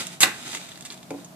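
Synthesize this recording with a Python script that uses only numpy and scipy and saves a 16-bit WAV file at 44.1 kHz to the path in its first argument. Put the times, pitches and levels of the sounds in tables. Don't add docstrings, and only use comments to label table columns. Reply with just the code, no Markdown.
import sys
import numpy as np
from scipy import signal
from scipy.fft import rfft, irfft, next_fast_len
from scipy.io import wavfile
from scipy.ndimage import uniform_filter1d

SR = 44100
rng = np.random.default_rng(int(sys.argv[2]) if len(sys.argv) > 2 else 0)


def to_wav(s):
    ch = np.atleast_2d(s).T
    pcm = np.round(np.clip(ch, -1, 1) * 32767)
    wavfile.write(sys.argv[1], SR, pcm.astype(np.int16))


N = 59535
T = np.arange(N) / SR
FFT_SIZE = 2 * next_fast_len(N * 3 // 4)
HZ = np.maximum(np.arange(FFT_SIZE // 2 + 1) * SR / FFT_SIZE, 1)


def from_db(db):
    return 10 ** (np.asarray(db) / 20)


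def at_hz(points):
    hz, value = np.transpose(points)
    return np.interp(np.log(HZ), np.log(hz), value)


def filtered(x, response):
    return irfft(rfft(x, FFT_SIZE) * response, FFT_SIZE)[..., :N]


def colour(x, points):
    gain = from_db(at_hz(points))
    cepstrum = irfft(np.log(gain / np.sqrt(np.mean(gain ** 2))))
    cepstrum[1:FFT_SIZE // 2] *= 2
    return filtered(x, np.exp(rfft(cepstrum[:FFT_SIZE // 2], FFT_SIZE)))


def decay(start, t60):
    return (T >= start) * from_db(-60 * np.clip((T - start) / t60, 0, 4))


def ring(force, modes):
    body = np.zeros(N)
    for hz, db, t60 in modes:
        omega = 2 * np.pi * hz
        damping = np.log(1000) / (omega * t60)
        body += from_db(db) * decay(0, t60) * (np.cos(omega * T) - damping * np.sin(omega * T))
    body[0] /= 2
    return filtered(force, rfft(body, FFT_SIZE))


def bursting_cells(per_s, spread_db):
    sizes = from_db(spread_db * np.minimum(rng.exponential(1, N), 5)) * rng.choice([-1, 1], N)
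    clicks = sizes * (rng.random(N) < per_s / SR)
    power = np.abs(uniform_filter1d(clicks ** 2, size=500))
    return clicks / np.sqrt(power + 1e-9)


# frequency in Hz, left-right correlation.
STEREO_LIKENESS = [(50, 0.98), (200, 0.62), (600, 0.52), (1200, -0.13), (2200, -0.002), (6000, 0.14)]

def diffuse_noise():
    alike = at_hz(STEREO_LIKENESS)
    mid, side = filtered(rng.standard_normal((2, N)), np.sqrt([(1 + alike) / 2, (1 - alike) / 2]))
    return np.array([mid + side, mid - side])


# pitch in Hz, rms level in dB.
HUM_TONES = [(181, -56), (238, -57.5), (640, -61.5)]

def appliance_hum(width_hz=6.6):
    bands = np.array([1 / (1 + ((HZ - hz) / width_hz) ** 2) for hz, _ in HUM_TONES])
    tones = filtered(rng.standard_normal((len(HUM_TONES), N)), bands)
    return sum(from_db(db) * tone / tone.std() for (_, db), tone in zip(HUM_TONES, tones))


# frequency in Hz, relative level in dB.
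ROOM_TONE_EQ = [(25, 1.5), (55, -14.5), (95, -13), (125, -3), (165, -0.5), (215, -12.5), (290, -6),
                (400, -13), (520, -16), (660, -9.5), (1000, -15), (2000, -24), (5000, -25), (14000, -29.5)]

def room_tone(level_db=-46.5):
    return from_db(level_db) * colour(diffuse_noise(), ROOM_TONE_EQ)


# time in seconds, level in dB.
RUB_LEVELS = [(0, -27.5), (.018, -34), (.04, -41.5), (.10, -46.5), (.13, -42.5), (.16, -50.5), (.2, -62.5),
              (.34, -44.5), (.42, -43.5), (.45, -43), (.468, -37.5), (.5, -39.5), (.555, -36.5),
              (.585, -46), (.61, -42.5), (.66, -46.5), (.8, -55), (.93, -54), (1.05, -64), (1.2, -53),
              (1.3, -70)]
# frequency in Hz, relative level in dB.
RUB_EQ = [(100, -7.5), (300, 0), (800, -2.5), (1500, 0), (2500, 1.5), (3800, 2), (5200, -3), (7500, -0.5),
          (10500, -10.5), (14000, -22)]

def rubbing():
    level = from_db(np.interp(T, *np.transpose(RUB_LEVELS)))
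    return colour(bursting_cells(per_s=2000, spread_db=5) * level, RUB_EQ)


# start in seconds, level in dB, decay time in seconds,
# tilt (treble up, bass down) in dB, leaf pitch in Hz, ring level in dB.
LEAF_TICKS = [(.008, -16.5, 0.0012, -1.5, 3350, 5), (0.069, -10.5, 0.003, 9, 7450, -10),
              (0.206, -2, 0.0012, 10, 7400, -2), (0.22, -1.5, 0.00067, 2.5, 4270, 16),
              (.519, -22, 0.00087, -11.5, 3660, 0), (0.532, -17.5, 0.0023, -1.5, 3270, 13),
              (0.5492, -9.5, 0.0037, -4, 3340, -0.5), (0.571, -16, 0.0028, -3, 2800, 0),
              (0.69, -24, .002, -2, 3400, 4), (.718, -23, 0.0023, -2.5, 3800, 9),
              (0.758, -26.5, 0.0008, -5, 4200, 9), (0.7754, -24.5, 0.0015, -2, 2000, -1),
              (0.809, -20.5, 0.00079, 2, 7200, 1), (0.824, -22, 0.0023, -2, 4100, 7),
              (0.851, -17.5, 0.0051, 1, 8000, 4), (0.855, -16, 0.015, -0.5, 3800, 3),
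              (.903, -18.5, 0.0013, -6.5, 3900, 16), (0.909, -19.5, 0.0056, -3.5, 3640, -5),
              (.923, -17.5, 0.0061, -1, 2210, -21), (0.942, -24, 0.0012, -1, 7500, -2),
              (0.9755, -27.5, 0.0022, 2, 3520, 5), (1.030, -27.5, .003, -6.5, 3500, -4),
              (1.1059, -20, 0.0034, -0.5, 2340, 12.5), (1.246, -24.5, 0.0057, 2, 6500, 13)]
# frequency in Hz, relative level in dB.
TICK_EQ = [(100, -21), (400, -10), (1000, -4.5), (2000, -0.5), (3800, 1), (5200, -1.5), (7500, 1.5),
           (10500, -8.5), (14000, -21)]

def leaf_ticks(leaf_q=8.9, tilt_pivot_hz=4000):
    ticks = np.zeros(N)
    for start, db, decay_s, tilt_db, hz, ring_db in LEAF_TICKS:
        fade = (T >= start) * np.exp(-np.minimum(np.abs(T - start) / decay_s, 50))
        run = bursting_cells(per_s=2600, spread_db=4) * fade
        run[int(start * SR)] += 6.2
        run += from_db(ring_db) * signal.lfilter(*signal.iirpeak(hz, leaf_q, fs=SR), run + 1e-18)
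        dull = signal.lfilter(*signal.butter(1, tilt_pivot_hz, fs=SR), run + 1e-18)
        tick = from_db(-tilt_db) * dull + from_db(tilt_db) * (run - dull)
        ticks += from_db(db) * tick / np.linalg.norm(tick)
    return colour(ticks, TICK_EQ)


CRACK_S, SNAP_S = 0.2048, 0.2324
# frequency in Hz, relative level in dB.
CRACK_EQ = [(50, -21), (110, -5), (300, -8), (900, -5), (1500, -4.5), (2000, 4), (3100, 1), (4300, -1),
            (5200, -2.5), (7200, 5), (10000, -2.5), (14000, -11)]

def core_crack(start_db=-19.5, end_db=-12.5, release_s=0.0055):
    progress = np.clip((T - CRACK_S) / (SNAP_S - CRACK_S), 0, 1)
    swell = from_db(start_db + (end_db - start_db) * progress ** 5.8)
    gate = (T >= CRACK_S) * np.exp(-np.maximum(T - SNAP_S, 0) / release_s)
    return colour(bursting_cells(per_s=4100, spread_db=3.5) * swell * gate, CRACK_EQ)


# pitch in Hz, level in dB, t60 in seconds.
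SNAP_RING = [(128, -48, 0.31), (248.5, -45.5, 0.064), (319, -30.5, 0.13), (440, -28.5, 0.069),
             (524, -38.5, 0.2), (757, -24, 0.062), (1270, -16.5, .03), (1544, -21, 0.052),
             (1880, -12.5, 0.035), (1977, -16, .06), (2583, -10, 0.017), (2773, -12.5, 0.036),
             (3690, 1.5, 0.0052), (4100, -24, 0.007)]
# frequency in Hz, relative level in dB.
FIBRE_EQ = [(60, -41), (130, -10), (300, 3), (900, -3.5), (1600, 3.5), (2700, -1), (3400, -15), (6000, -16),
            (14000, -34)]

def wedge_snap(soften_hz=5850, fibres_db=-26.5, fall_db_per_s=194):
    impulse = np.zeros(N)
    impulse[int(SNAP_S * SR)] = 1
    blow = filtered(impulse, 1 / (1 + 1j * HZ / soften_hz))
    tearing = (T >= SNAP_S) * from_db(fibres_db - fall_db_per_s * np.abs(T - SNAP_S))
    fibres = colour(bursting_cells(per_s=1800, spread_db=3.5) * tearing, FIBRE_EQ)
    return ring(blow, SNAP_RING) + fibres


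# start in seconds, level in dB, contact time in seconds.
WEDGE_KNOCKS = [(1.1065, -9, 0.00046), (1.1083, 0.5, .0012), (1.1152, 3, 0.0013), (1.1405, -4.5, .001),
                (1.147, -3.5, 0.0013), (1.189, -14.5, 0.00068)]
# pitch in Hz, level in dB, t60 in seconds.
BOARD_RING = [(188, -50, 0.17), (283.5, -39, 0.19), (334, -39, 0.12), (430, -36, 0.043),
              (499, -41.5, 0.038), (518, -44.5, 0.14), (603, -39.5, 0.054), (733, -43.5, 0.096),
              (810, -46, 0.088), (990, -45, 0.075), (1390, -33, 0.032), (2490, -28, 0.039)]

def wedge_landing():
    force = np.zeros(N)
    for start, db, contact_s in WEDGE_KNOCKS:
        push = np.sin(np.pi * np.clip((T - start) / contact_s, 0, 1)) ** 2
        force += from_db(db) * push / (push.sum() + 1e-9)
    return ring(force, BOARD_RING)


# frequency in Hz, left minus right in dB.
PAN_CURVE = [(300, 0.5), (1200, -0.5), (5400, 0), (8500, -7), (14000, -10.5)]

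def kitchen(x, direct_db, near_db=0.5, tail_db=-8.7, split_hz=3100, left_lag_s=0.00007):
    near = diffuse_noise() * decay(0.00062, t60=0.051)
    near *= from_db(near_db) / np.linalg.norm(near, axis=1, keepdims=True)
    noise = diffuse_noise()
    low = filtered(noise, 1 / (1 + (HZ / split_hz) ** 4))
    tail = low * decay(0.0082, t60=0.33) + (noise - low) * decay(0.0082, t60=0.24)
    tail *= from_db(tail_db) / np.linalg.norm(tail, axis=1, keepdims=True)
    direct = from_db(direct_db) * np.exp(-2j * np.pi * HZ * np.array([[left_lag_s], [0]]))
    pan = from_db(at_hz(PAN_CURVE) * np.array([[0.5], [-0.5]]))
    return filtered(x, (direct + rfft(near + tail, FFT_SIZE)) * pan)


def along_blade(source, direct_db, spots=2):
    return sum(kitchen(source(), direct_db) for _ in range(spots)) / np.sqrt(spots)


def scene():
    rub = along_blade(rubbing, direct_db=-2.5)
    crack = along_blade(core_crack, direct_db=-1.5)
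    snap = kitchen(wedge_snap(), direct_db=3.5)
    ticks = kitchen(leaf_ticks(), direct_db=3)
    landing = kitchen(wedge_landing(), direct_db=4.5)
    return appliance_hum() + room_tone() + rub + ticks + crack + snap + landing


def record(dry):
    low_cut = signal.butter(2, 105, "high", fs=SR, output="sos")
    high_cut = signal.ellip(10, 0.3, 70, 14450, fs=SR, output="sos")
    clipped = np.clip(dry, -1, 1)
    return signal.sosfilt(high_cut, signal.sosfilt(low_cut, clipped))


dry = scene()
out = record(dry)
to_wav(out)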